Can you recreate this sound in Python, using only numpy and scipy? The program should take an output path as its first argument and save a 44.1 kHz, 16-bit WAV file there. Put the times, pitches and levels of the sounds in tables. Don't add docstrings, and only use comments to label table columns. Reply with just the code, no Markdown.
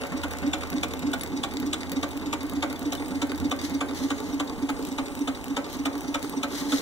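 import sys
import numpy as np
from scipy import signal
from scipy.fft import rfft, irfft, next_fast_len
from scipy.io import wavfile
from scipy.ndimage import map_coordinates

SR = 44100
rng = np.random.default_rng(int(sys.argv[2]) if len(sys.argv) > 2 else 0)


def wav_record(signal):
    frames = np.transpose(np.atleast_2d(signal))
    bounded = np.clip(frames, -1, 1)
    quanta = np.round(bounded * 32767).astype(np.int16)
    wavfile.write(sys.argv[1], SR, quanta)


N = 300482
TIME = np.arange(N) / SR

# frequency_hz, gain_db
AIR_SPECTRUM = [(25, -6), (200, -10.5), (285, 5.5), (400, -10), (900, -1.5), (1400, -15), (2400, -21),
                (3700, -21), (4600, -22.5), (6000, -25), (10400, -46), (16000, -60)]
RUMBLE_SPECTRUM = [(15, -25), (35, 5), (60, 3.5), (110, -3), (170, -3.5), (300, -9), (1000, -38)]
SCUFF_SPECTRUM = [(300, -1), (1200, -1), (2000, -0.5), (2550, -15.5), (3200, 0.5), (4000, 5), (4700, -0.5),
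                  (6000, 2.5), (7500, -5.5), (12000, -5), (16000, -14)]
NOISE_SPECTRUM = [(30, 17), (80, 33), (400, 22.5), (2500, -20), (6000, 10), (15000, 9)]
# frequency_hz, gain_db
SCATTER_SPECTRUM = [(1000, -7.5), (2500, -32), (4000, 0.5), (8000, -1.5), (15000, -0.5)]
WALL_SPECTRUM = [(280, -14), (500, 3.5), (1500, -3.5), (2200, -2.5), (2600, -16), (3300, -6),
                 (15000, -10.5)]
# frequency_hz, gain_db
MIC_RESPONSE = [(200, -1), (290, 0.5), (450, -2.5), (1500, -0.5), (2000, 7), (2700, 7.5), (3300, 1.5),
                (4000, 1), (4700, 3), (5800, 0), (7000, 4.5), (8600, 1.5), (12000, 0)]
STEREO_TILT = [(30, -3), (80, -4.5), (130, -3), (290, -3.1), (700, 1), (1300, -1), (2800, -0.3),
               (4400, 1.5), (6000, 2), (7500, 5), (10000, 5.5), (14500, 9)]
FAR_SIDE_TILT = [(130, -16), (200, -1.5), (285, -1.5), (400, 14.5), (550, -7), (850, 5), (1200, -1),
                 (1600, -9.5), (2500, -10), (4000, -8), (7000, -8.5), (15000, -5)]
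PHASE_FLIPS = [1730, 2950, 4170, 5450, 6720, 8050, 10000, 11330, 12620, 13900]
# time_s, side (0 crank, 1 far), links_db, base_db
MIC_PATH = [(0, 0.37, -5.5, 4.5), (1.5, 0.71, -3, 0.5), (2.8, 0.7, -3.5, 1.5), (3.6, 0.79, -0.5, 1.5),
            (4.5, 1, -2, 1.5), (5.5, 0.88, -3.5, -1.5), (6.8, 0.9, -3.5, 2.5)]
# time_s, pitch_hz, level_db
HUM_CURVE = [(0.0, 83.3, -66), (0.22, 79.4, -46), (1.05, 80.3, -50.5), (4.03, 86.26, -52), (5.3, 86.7, -61)]
# time_s, pitch_hz, level_db
SQUEAL_CURVES = [
    [(3.73, 8450, -66), (3.78, 8900, -54), (3.86, 9300, -55), (3.95, 9050, -59)],
    [(5.92, 8950, -60), (6.0, 9300, -58), (6.1, 9550, -58), (6.18, 9100, -58), (6.27, 8600, -50),
     (6.31, 8450, -55), (6.35, 8900, -58), (6.39, 8350, -54), (6.46, 8300, -65)],
]
# peak_s, rise_s, decay_s, level_db
FOOT_SCUFFS = [(2.95, 0.018, 0.056, -51), (3.65, 0.021, 0.046, -41), (3.975, 0.015, 0.084, -39),
               (4.28, 0.11, 0.076, -51), (4.87, 0.043, 0.066, -49.5), (5.74, 0.034, 0.036, -46.5),
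               (6.24, 0.014, 0.067, -46.5), (6.57, 0.043, 0.17, -39), (6.72, 0.018, 0.1, -38.5),
               (6.80, 0.038, 0.069, -40)]
SLIDE_SWELLS = [(3.05, 0.073, 0.24, -53.5), (4.85, 0.24, 0.43, -56), (5.12, .08, 0.3, -55)]
# peak_s, rise_s, decay_s, level_db, pitch_hz
WHISTLES = [(4.15, 0.084, 0.17, -56, 6640), (6.05, 0.083, 0.2, -54, 5900),
            (6.378, 0.0013, 0.0024, -38, 6030)]
# frequency_hz, width_hz, level_db
BENCH_MODES = [(119, 43, -11.5), (197, 42, -8.5), (245.4, 33, -1), (267.4, 34.6, 1), (385.3, 6.7, -15.5)]
BASE_MODES = [(368, 22, -13.5), (455.7, 35, 4), (566, 29.5, 4.5), (666, 33, 2), (694, 67, -1),
              (796, 49, -6), (873, 21.7, -1.5), (1067, 67, -5.5), (1191, 50, -3), (1332, 91, -5.5),
              (1478, 82, -7.5), (1560, 12.6, -3), (1895, 940, -16.5)]
ROD_MODES = [(2320, 300, -0.5), (3067, 263, 8), (3028, 234, 6), (3407, 316, 10), (3670, 565, 8),
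             (4050, 46, 5), (4700, 130, -20), (5880, 870, -3), (6620, 630, -1), (7280, 560, -1.5),
             (8530, 1130, 2), (8330, 990, 3), (9400, 2700, -14)]
PIVOT_MODES = [(9200, 530, -4), (12100, 18000, 19), (14360, 240, 36.5), (14500, 1500, 0)]
LINK_MODES = [(2080, 310, 1), (3260, 210, -1.5), (3520, 320, 6), (3800, 330, 7), (4720, 180, 3.5),
              (5750, 224, 6.5), (5770, 950, -0.5), (7570, 420, -2), (8620, 220, -4.5)]
CRANK_MODES = [(570, 60, 1), (735, 100, 6), (860, 110, 5.5), (1160, 150, 2), (1320, 150, 3), (1480, 150, 3)]
# peak_s, pitch_hz, level_db
PART_CLINKS = [(1.212, 9800, -34), (1.732, 8430, -28), (2.761, 3480, -39.5), (2.953, 3020, -38),
               (2.980, 3570, -38), (3.749, 5980, -40), (3.886, 3780, -39), (5.348, 3810, -38)]
# start_s, level_db
PIVOT_TICKS = [(0.069, -32.5), (0.2382, -29), (0.2821, -42), (0.309, -36), (0.3292, -37), (0.386, -33),
               (0.5837, -40), (0.702, -28), (0.74, -41), (0.8865, -41), (0.9382, -35), (0.993, -31),
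               (1.1389, -30), (1.1808, -40), (1.1959, -37), (1.2095, -41), (1.2353, -28), (1.2747, -42),
               (1.6001, -29.5), (1.896, -32.5), (1.918, -40), (1.933, -38), (2.09, -39), (2.1144, -38),
               (2.175, -34), (2.3348, -31), (2.4974, -30.5), (2.5348, -34.5), (2.728, -33), (2.7933, -33),
               (2.829, -37), (2.9322, -31), (2.9517, -31), (2.9736, -42), (3.0828, -36), (3.2691, -41),
               (3.3784, -38), (3.4008, -34), (4.2025, -36.5), (4.7015, -34), (4.851, -32.5), (4.888, -36.2),
               (5.1522, -31.5), (5.192, -36), (5.4424, -30.5), (5.4821, -33.5), (5.7295, -34), (5.769, -39),
               (5.9795, -36), (6.0083, -32.5), (6.032, -42), (6.1932, -39), (6.228, -30), (6.248, -37.8),
               (6.2961, -30), (6.5784, -37)]
LINK_SNAPS = [(0.6357, -20.5), (0.7294, -22.5), (0.7823, -21.5), (0.936, -21), (1.2101, -20.5),
              (1.2617, -24.5), (1.5698, -16), (1.7318, -14), (1.9192, -21.5), (1.9687, -25), (2.2596, -25),
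              (2.9512, -27), (3.156, -26), (3.651, -20), (4.0366, -31), (4.4962, -19.5), (6.083, -29),
              (6.582, -24), (6.768, -30), (6.773, -18), (6.7827, -14)]
# turn_fraction, rise_s, decay_s, base_db, links_db, tick_db
TURN_CONTACTS = [(.17, .002, .003, -60, -57, -49.5), (0.251, 0.0009, 0.02, -40, -39.5, -50),
                 (0.282, 0.0023, 0.0022, -36.5, -70, -62), (.335, 0.00047, 0.002, -28, -36, -45),
                 (0.38, 0.0045, 0.022, -42.5, -65, -76), (0.424, 0.00069, .002, -50, -42.5, -61),
                 (0.459, 0.0035, 0.0065, -67, -43.5, -49.5), (0.563, 0.0081, 0.0013, -47, -46, -73),
                 (.618, 0.00022, 0.00036, -38, -38, -38), (0.655, 0.0088, 0.009, -36.5, -44, -75),
                 (0.775, 0.0084, 0.032, -44, -41.5, -49), (0.802, 0.00026, 0.00078, -63, -36, -47),
                 (0.937, .002, 0.0017, -70, -44, -52)]
# peak_s, level_db
RETURN_SWELLS = [(0.981, -37), (1.282, -46), (1.571, -28.5), (1.611, -34), (2.17, -30), (2.445, -28.5),
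                 (2.72, -29.5), (3.016, -28.5), (3.05, -35.5), (3.31, -33), (3.346, -31), (3.646, -28),
                 (3.924, -28.5), (4.25, -30.5), (4.511, -31.5), (4.835, -29), (5.119, -33.5), (5.955, -31),
                 (5.985, -32.5), (6.25, -31.5), (6.518, -48), (6.55, -30), (6.694, -31)]
# (the negative rise makes it set in abruptly, 0.44 s later, on a return stroke)
BENCH_SHUDDER = (1.1, -0.11, 0.61, -22.5, -43.5)
# delay_s, pitch_hz, level_db
BENCH_THUD = (0.0049, 182, -38.5)
# ahead_s, pitch_hz, relative_to_lead_in_db
STROKE_THUD = (0.051, 175, -6)
# peak_s, level_db, pitch_hz, lead_in_ahead_s, lead_in_db
POWER_STROKES = [(0.176, -29, 305, .026, -22), (0.478, -20, 288, .027, -21.5),
                 (0.778, -23, 288, .026, -23.5), (1.081, -20.9, 285, .029, -23),
                 (1.38, -23.3, 283, .035, -28), (1.678, -21.5, 285, .028, -30),
                 (1.976, -23.6, 277, .041, -27), (2.274, -23.6, 283, .028, -35),
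                 (2.576, -22.1, 283, .032, -25), (2.868, -20.3, 291, .038, -30),
                 (3.162, -22.0, 277, .037, -26), (3.46, -21.1, 285, .03, -24),
                 (3.758, -20.3, 277, .03, -26.5), (4.049, -21.1, 277, .027, -29),
                 (4.341, -22.6, 283, .04, -28), (4.636, -21.6, 280, .035, -28),
                 (4.926, -25.6, 272, .037, -29), (5.219, -21.9, 285, .035, -32),
                 (5.516, -22.7, 280, .036, -33), (5.805, -21.4, 280, .036, -33),
                 (6.092, -24.2, 285, .038, -30), (6.377, -23.1, 275, .036, -33),
                 (6.665, -24.3, 280, .04, -27)]
# start_s, clank_db, clack_db, low_hz, high_hz, boom_db, boom_hz
TURN_KNOCKS = [(0.2351, -26.5, -31.5, 970, 1446, -27.5, 289), (0.535, -21.5, -29.5, 745, 1478, -31, 307),
               (0.8336, -21.5, -31.5, 760, 1154, -31, 308), (1.1346, -25, -30.5, 666, 1460, -32, 280),
               (1.4364, -20, -31.5, 790, 1124, -32.5, 285), (1.733, -20.5, -32.5, 735, 1208, -33, 308),
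               (2.0314, -25, -30, 646, 1177, -27.8, 287), (2.3294, -23, -31.5, 930, 1210, -28, 300),
               (2.628, -22, -27, 882, 1180, -27, 302), (2.9243, -24, -33, 700, 1140, -30, 292),
               (3.2196, -23, -32, 950, 1345, -20.5, 286), (3.5151, -24.5, -29.5, 770, 1170, -27, 280),
               (3.8101, -25.5, -29, 786, 1160, -24, 282), (4.1054, -26, -29, 833, 1183, -23, 279),
               (4.3996, -24, -30.5, 985, 1170, -23, 285), (4.6919, -27, -30.5, 853, 1270, -23, 280),
               (4.9838, -27, -30.5, 890, 1210, -24, 273), (5.2777, -25.5, -31, 740, 1257, -22, 274),
               (5.5684, -24, -28.5, 948, 1308, -24, 272), (5.857, -21.5, -29.5, 650, 1233, -21.5, 277),
               (6.146, -22.5, -29, 910, 1286, -26.0, 284), (6.4334, -22.5, -30.5, 716, 1306, -27, 279),
               (6.722, -22.5, -30, 625, 1310, -16, 277.4)]
# low_db, high_db
CRANK_TONE_GAINS = (0.5, 1.2)


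def from_db(db):
    return 10 ** (np.asarray(db) / 20)


def rms_one(x):
    return x / np.sqrt(np.mean(x ** 2) + 1e-20)


def curve_at(rows, times=TIME):
    s, *columns = np.transpose(rows)
    return [np.interp(times, s, column) for column in columns]


def coloured(x, spectrum, depth=1):
    size = next_fast_len(x.shape[-1] + SR // 10)
    hz, db = np.transpose(spectrum)
    log_hz = np.log(np.fft.rfftfreq(size, 1 / SR) + 1)
    gain = from_db(depth * np.interp(log_hz, np.log(hz), db))
    return irfft(rfft(x, size) * gain, size)[..., :x.shape[-1]]


def drift(rate_hz):
    pole = np.exp(-80 * np.pi * rate_hz / SR)
    noise = rng.standard_normal(N // 40 + 2002)
    slow = signal.lfilter([1], [1, -2 * pole, pole * pole], noise)[2000:]
    return np.interp(np.arange(N) / 40, np.arange(len(slow)), rms_one(slow))


def bursts(rows):
    power = np.zeros(N)
    for s, rise, decay, db in rows:
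        a, b = np.searchsorted(TIME, [s - 4 * rise, s + 7 * decay])
        t = TIME[a:b] - s
        envelope = np.exp(np.where(t < 0, -.5 * (t / rise) ** 2, -t / decay))
        power[a:b] += (from_db(db) * envelope) ** 2
    return np.sqrt(power)


def grit(per_s, spread_db):
    sizes = rng.choice([-1, 1], N) * from_db(spread_db * np.clip(rng.standard_normal(N), -2, 2))
    return rms_one(sizes * (rng.random(N) < per_s / SR))


def taps(times, levels_db):
    force = np.zeros(N)
    at = (np.asarray(times) * SR).astype(int)
    inside = (at >= 0) & (at < N)
    force[at[inside]] = from_db(levels_db)[inside]
    return force


def rattle(rows, steady_db, hit_db, per_s, spread_db):
    s, rise, _, db = np.transpose(rows)
    chatter = grit(per_s, spread_db) * np.hypot(bursts(rows), from_db(steady_db))
    softness_db = 20 * np.log10(np.maximum(rise, .001) / .0009)
    return chatter + taps(s, db + hit_db - softness_db)


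def ring(force, modes):
    t = TIME[:SR // 5]
    response = sum((-1) ** k * from_db(db) * width * np.exp(-np.pi * width * t)
                   * np.cos(2 * np.pi * hz * t) for k, (hz, width, db) in enumerate(modes))
    return signal.fftconvolve(force, response / np.linalg.norm(response))[:N]


def resonant_noise(modes):
    return ring(rng.standard_normal(N), modes)


def tone_pulses(rows, glide_hz_per_s=0):
    out = np.zeros(N)
    for (s, hz, rise, fall, db), phase in zip(rows, rng.uniform(0, 2 * np.pi, len(rows))):
        a, b = np.searchsorted(TIME, [s - 4 * rise, s + 7 * fall])
        t = TIME[a:b] - s
        envelope = np.where(t < 0, np.exp(-.5 * (t / rise) ** 2), 1 / np.cosh(t / fall))
        cycles = (hz + .5 * glide_hz_per_s * t) * t
        out[a:b] += from_db(db) * envelope * np.sin(2 * np.pi * cycles + phase)
    return out


def each_turn(fraction, jitter_s):
    knocks = np.array(TURN_KNOCKS)[:, 0]
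    starts = np.r_[2 * knocks[0] - knocks[1], knocks, 2 * knocks[-1] - knocks[-2]]
    return starts[:-1] + fraction * np.diff(starts) + jitter_s * rng.standard_normal(len(starts) - 1)


def by_side(times, crank_db, far_db, vary_db):
    side = curve_at(MIC_PATH, times)[0]
    return crank_db + (far_db - crank_db) * side + vary_db * rng.standard_normal(len(times))


def walk_round(x):
    far = np.clip(curve_at(MIC_PATH)[0], 0, 1)
    return (1 - far) * coloured(x, FAR_SIDE_TILT, -0.38) + far * coloured(x, FAR_SIDE_TILT, 0.79)


def stereo_widening(x, bass_hz=151, sway_s=1.8e-5):
    size = next_fast_len(N + SR // 10)
    hz = np.fft.rfftfreq(size, 1 / SR)
    def step(edge_hz, width_hz):
        return .5 + .5 * np.tanh((hz - edge_hz) / width_hz)
    half_cycles = 1 - step(bass_hz, 200) + sum(step(flip_hz, 283) for flip_hz in PHASE_FLIPS)
    right = irfft(rfft(x, size) * np.exp(-1j * np.pi * half_cycles), size)[:N]
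    swayed = np.arange(N) - SR * sway_s * drift(5.1)
    return np.array([x, map_coordinates(right, [swayed], order=5, mode="nearest")])


def steady_noise(spectrum, db, shape=N):
    return from_db(db) * rms_one(coloured(rng.standard_normal(shape), spectrum))


def hum(gain_db=5.0):
    hz, db = curve_at(HUM_CURVE)
    return np.sqrt(2) * from_db(db + gain_db) * np.sin(2 * np.pi * np.cumsum(hz) / SR)


def garage(x, scatter_db=-5.0, walls_db=-6.0):
    t = TIME[:SR // 2]
    def reflections(spectrum, t60_s, first_s):
        tail = rng.standard_normal((2, len(t))) * from_db(-60 * t / t60_s) * (t > first_s)
        return coloured(tail / np.linalg.norm(tail[0]), spectrum)
    near = from_db(scatter_db) * reflections(SCATTER_SPECTRUM, t60_s=.036, first_s=.00048)
    walls = from_db(walls_db) * reflections(WALL_SPECTRUM, t60_s=.31, first_s=.0039)
    return signal.fftconvolve(x[None], near + walls, axes=1)[:, :N]


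def walking(uneven_db=2.5, scuff_db=-1.0, step_s=3.44, step_db=-35):
    level = bursts(FOOT_SCUFFS) * from_db(scuff_db + uneven_db * drift(19))
    direct, *scattered = [level * rms_one(coloured(grit(per_s=13000, spread_db=7), SCUFF_SPECTRUM))
                          for _ in range(3)]
    footfall = bursts([(step_s, .04, .05, step_db)]) * resonant_noise([(87.4, 13, 7), (210, 70, -1)])
    return stereo_widening(direct + footfall) + np.array(scattered)


def sliding():
    return bursts(SLIDE_SWELLS) * resonant_noise([(8700, 1200, 0)])


def bearing_squeal(chirp_db=-48.5):
    waver_hz = 55 * drift(40) + 95 * drift(300)
    flicker = from_db(3 * drift(50))
    squeals = np.zeros(N)
    for curve in SQUEAL_CURVES:
        hz, db = curve_at(curve)
        sounding = (TIME > curve[0][0]) & (TIME < curve[-1][0])
        squeals += sounding * from_db(db) * np.sin(2 * np.pi * np.cumsum(hz + waver_hz) / SR)
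    chirps = bursts([(s, .005, .005, chirp_db) for s in each_turn(0.79, jitter_s=.0034)])
    chirps *= resonant_noise([(5850, 61, 0)])
    whistles = sum(bursts([burst]) * resonant_noise([(hz, 180, 0)]) for *burst, hz in WHISTLES)
    return squeals * flicker + chirps + whistles


def clinks():
    return tone_pulses([(s, hz, .0008, .004, db) for s, hz, db in PART_CLINKS])


def steel_ping(pitch_hz=9655):
    times = each_turn(0.249, jitter_s=.00034)
    levels = by_side(times, crank_db=-35, far_db=-62, vary_db=2)
    return tone_pulses([(s, pitch_hz, .001, .012, db) for s, db in zip(times, levels)])


def pivot_ticks(blow_db=15.0, chatter_db=0.5, to_links_db=-13):
    times, levels = np.transpose(PIVOT_TICKS)
    envelope = bursts([(s, .0002, .001, db + chatter_db) for s, db in PIVOT_TICKS])
    force = taps(times, levels + blow_db) + grit(per_s=13000, spread_db=2) * envelope
    return ring(force, PIVOT_MODES) + from_db(to_links_db) * ring(force, LINK_MODES)


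def linkage(vary_db=1.5, snap_db=11.0, links_db=3.0, tick_db=10.5):
    base, links, ticks = [], [], []
    for fraction, rise, decay, *levels in TURN_CONTACTS:
        times = each_turn(fraction, jitter_s=.0014)
        scatter_db = rng.normal(0, vary_db, (len(times), 3)) * [.5, 1, 1]
        for s, (base_level, link_level, tick_level) in zip(times, levels + scatter_db):
            base.append((s, rise, decay, base_level))
            links.append((s, .7 * rise, .7 * decay, link_level + links_db))
            ticks.append((s, min(rise, .001), min(decay, .002), tick_level + tick_db))
    snaps = taps(*np.transpose(LINK_SNAPS))
    base_force = rattle(base, steady_db=-47.5, hit_db=12.5, per_s=1800, spread_db=2.5)
    link_force = rattle(links, steady_db=-73, hit_db=10.5, per_s=4200, spread_db=3.5)
    pivot_force = rattle(ticks, steady_db=-80, hit_db=8, per_s=6300, spread_db=23)
    low = ring(base_force, BASE_MODES)
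    middle = ring(link_force + from_db(snap_db) * snaps, LINK_MODES)
    high = ring(pivot_force + snaps, PIVOT_MODES)
    _, path_links_db, path_base_db = curve_at(MIC_PATH)
    return low * from_db(path_base_db) + (middle + high) * from_db(path_links_db)


def base_boom(delay_s=0.01814, boom_db=-1.1, swell_hz=283):
    late_s, thud_hz, thud_db = BENCH_THUD
    booms = tone_pulses([(s + delay_s, hz, .008, .016, db + boom_db) for s, *_, db, hz in TURN_KNOCKS])
    thuds = tone_pulses([(s + late_s, thud_hz, .004, .007, thud_db) for s, *_ in TURN_KNOCKS])
    swells = tone_pulses([(s, swell_hz, .017, .017, db) for s, db in RETURN_SWELLS], glide_hz_per_s=700)
    return booms + thuds + swells


def bench_shudder(steady_db=-45.0):
    fraction, rise, decay, crank_db, far_db = BENCH_SHUDDER
    times = each_turn(fraction, jitter_s=.002)
    levels = by_side(times, crank_db, far_db, vary_db=0.5)
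    shudder = bursts([(s, rise, decay, db) for s, db in zip(times, levels)])
    return np.hypot(shudder, from_db(steady_db)) * resonant_noise(BENCH_MODES)


def piston_strokes(lead_in_hz=264.3, glide_hz_per_s=1200, gain_db=-1.0, flutter_db=1.0):
    early_s, thud_hz, thud_db = STROKE_THUD
    thuds, lead_ins, pushes = [], [], []
    for s, db, hz, ahead_s, lead_db in POWER_STROKES:
        thuds.append((s - early_s, thud_hz, .006, .006, lead_db + thud_db))
        lead_ins.append((s - ahead_s, lead_in_hz, .0065, .006, lead_db))
        pushes.append((s, hz, .007, .0135, db))
    chugs = tone_pulses(thuds + lead_ins, glide_hz_per_s) + tone_pulses(pushes)
    return chugs * from_db(gain_db + flutter_db * drift(74))


def knock(rods_db=-5.0, pivots_db=-14, crank_db=21.0, bounce_s=0.0084):
    times, clank_db, clack_db, low_hz, high_hz, _, _ = np.transpose(TURN_KNOCKS)
    rebounds_s = bounce_s * (1 + 0.05 * rng.standard_normal(len(times)))
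    tones = tone_pulses([(s + .002, hz, .001, .0078, db + tone_db)
                         for s, db, *pitches in zip(times, clack_db, low_hz, high_hz)
                         for hz, tone_db in zip(pitches, CRANK_TONE_GAINS)])
    clacks = taps(times, clack_db + crank_db) + taps(times + rebounds_s, clack_db + crank_db - 1)
    chatter = grit(per_s=14000, spread_db=3)
    def blows(levels, decay_s, delay_s=0):
        return chatter * bursts([(s + delay_s + offset_s, .0018, decay_s, db + offset_db)
                                 for s, db, rebound_s in zip(times, levels, rebounds_s)
                                 for offset_s, offset_db in ((-.003, -8.5), (0, 0), (rebound_s, -7))])
    base = ring(blows(clack_db, decay_s=.018), BASE_MODES)
    rods = ring(blows(clank_db + rods_db, decay_s=.0051), ROD_MODES)
    pivots = ring(blows(clank_db + pivots_db, decay_s=.0051, delay_s=.0017), PIVOT_MODES)
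    return tones + ring(clacks, CRANK_MODES) + base + rods + pivots


def scene():
    engine = knock() + piston_strokes() + pivot_ticks()
    engine += walk_round(linkage() + base_boom() + bench_shudder())
    engine += steel_ping() + clinks() + bearing_squeal() + sliding()
    air = steady_noise(AIR_SPECTRUM, db=-42)
    rumble = steady_noise(RUMBLE_SPECTRUM, db=-47.5)
    noise_floor = steady_noise(NOISE_SPECTRUM, db=-50.5, shape=(2, N))
    return stereo_widening(engine + air + rumble + hum()) + walking() + garage(engine) + noise_floor


def record(dry, cutoff_hz=15700):
    pair = np.array([coloured(dry[0], STEREO_TILT, 0.1), coloured(dry[1], STEREO_TILT, -1.0)])
    low_pass = signal.ellip(10, .2, 80, cutoff_hz, fs=SR, output="sos")
    return signal.sosfilt(low_pass, coloured(pair, MIC_RESPONSE))


dry = scene()
out = record(dry)
wav_record(out)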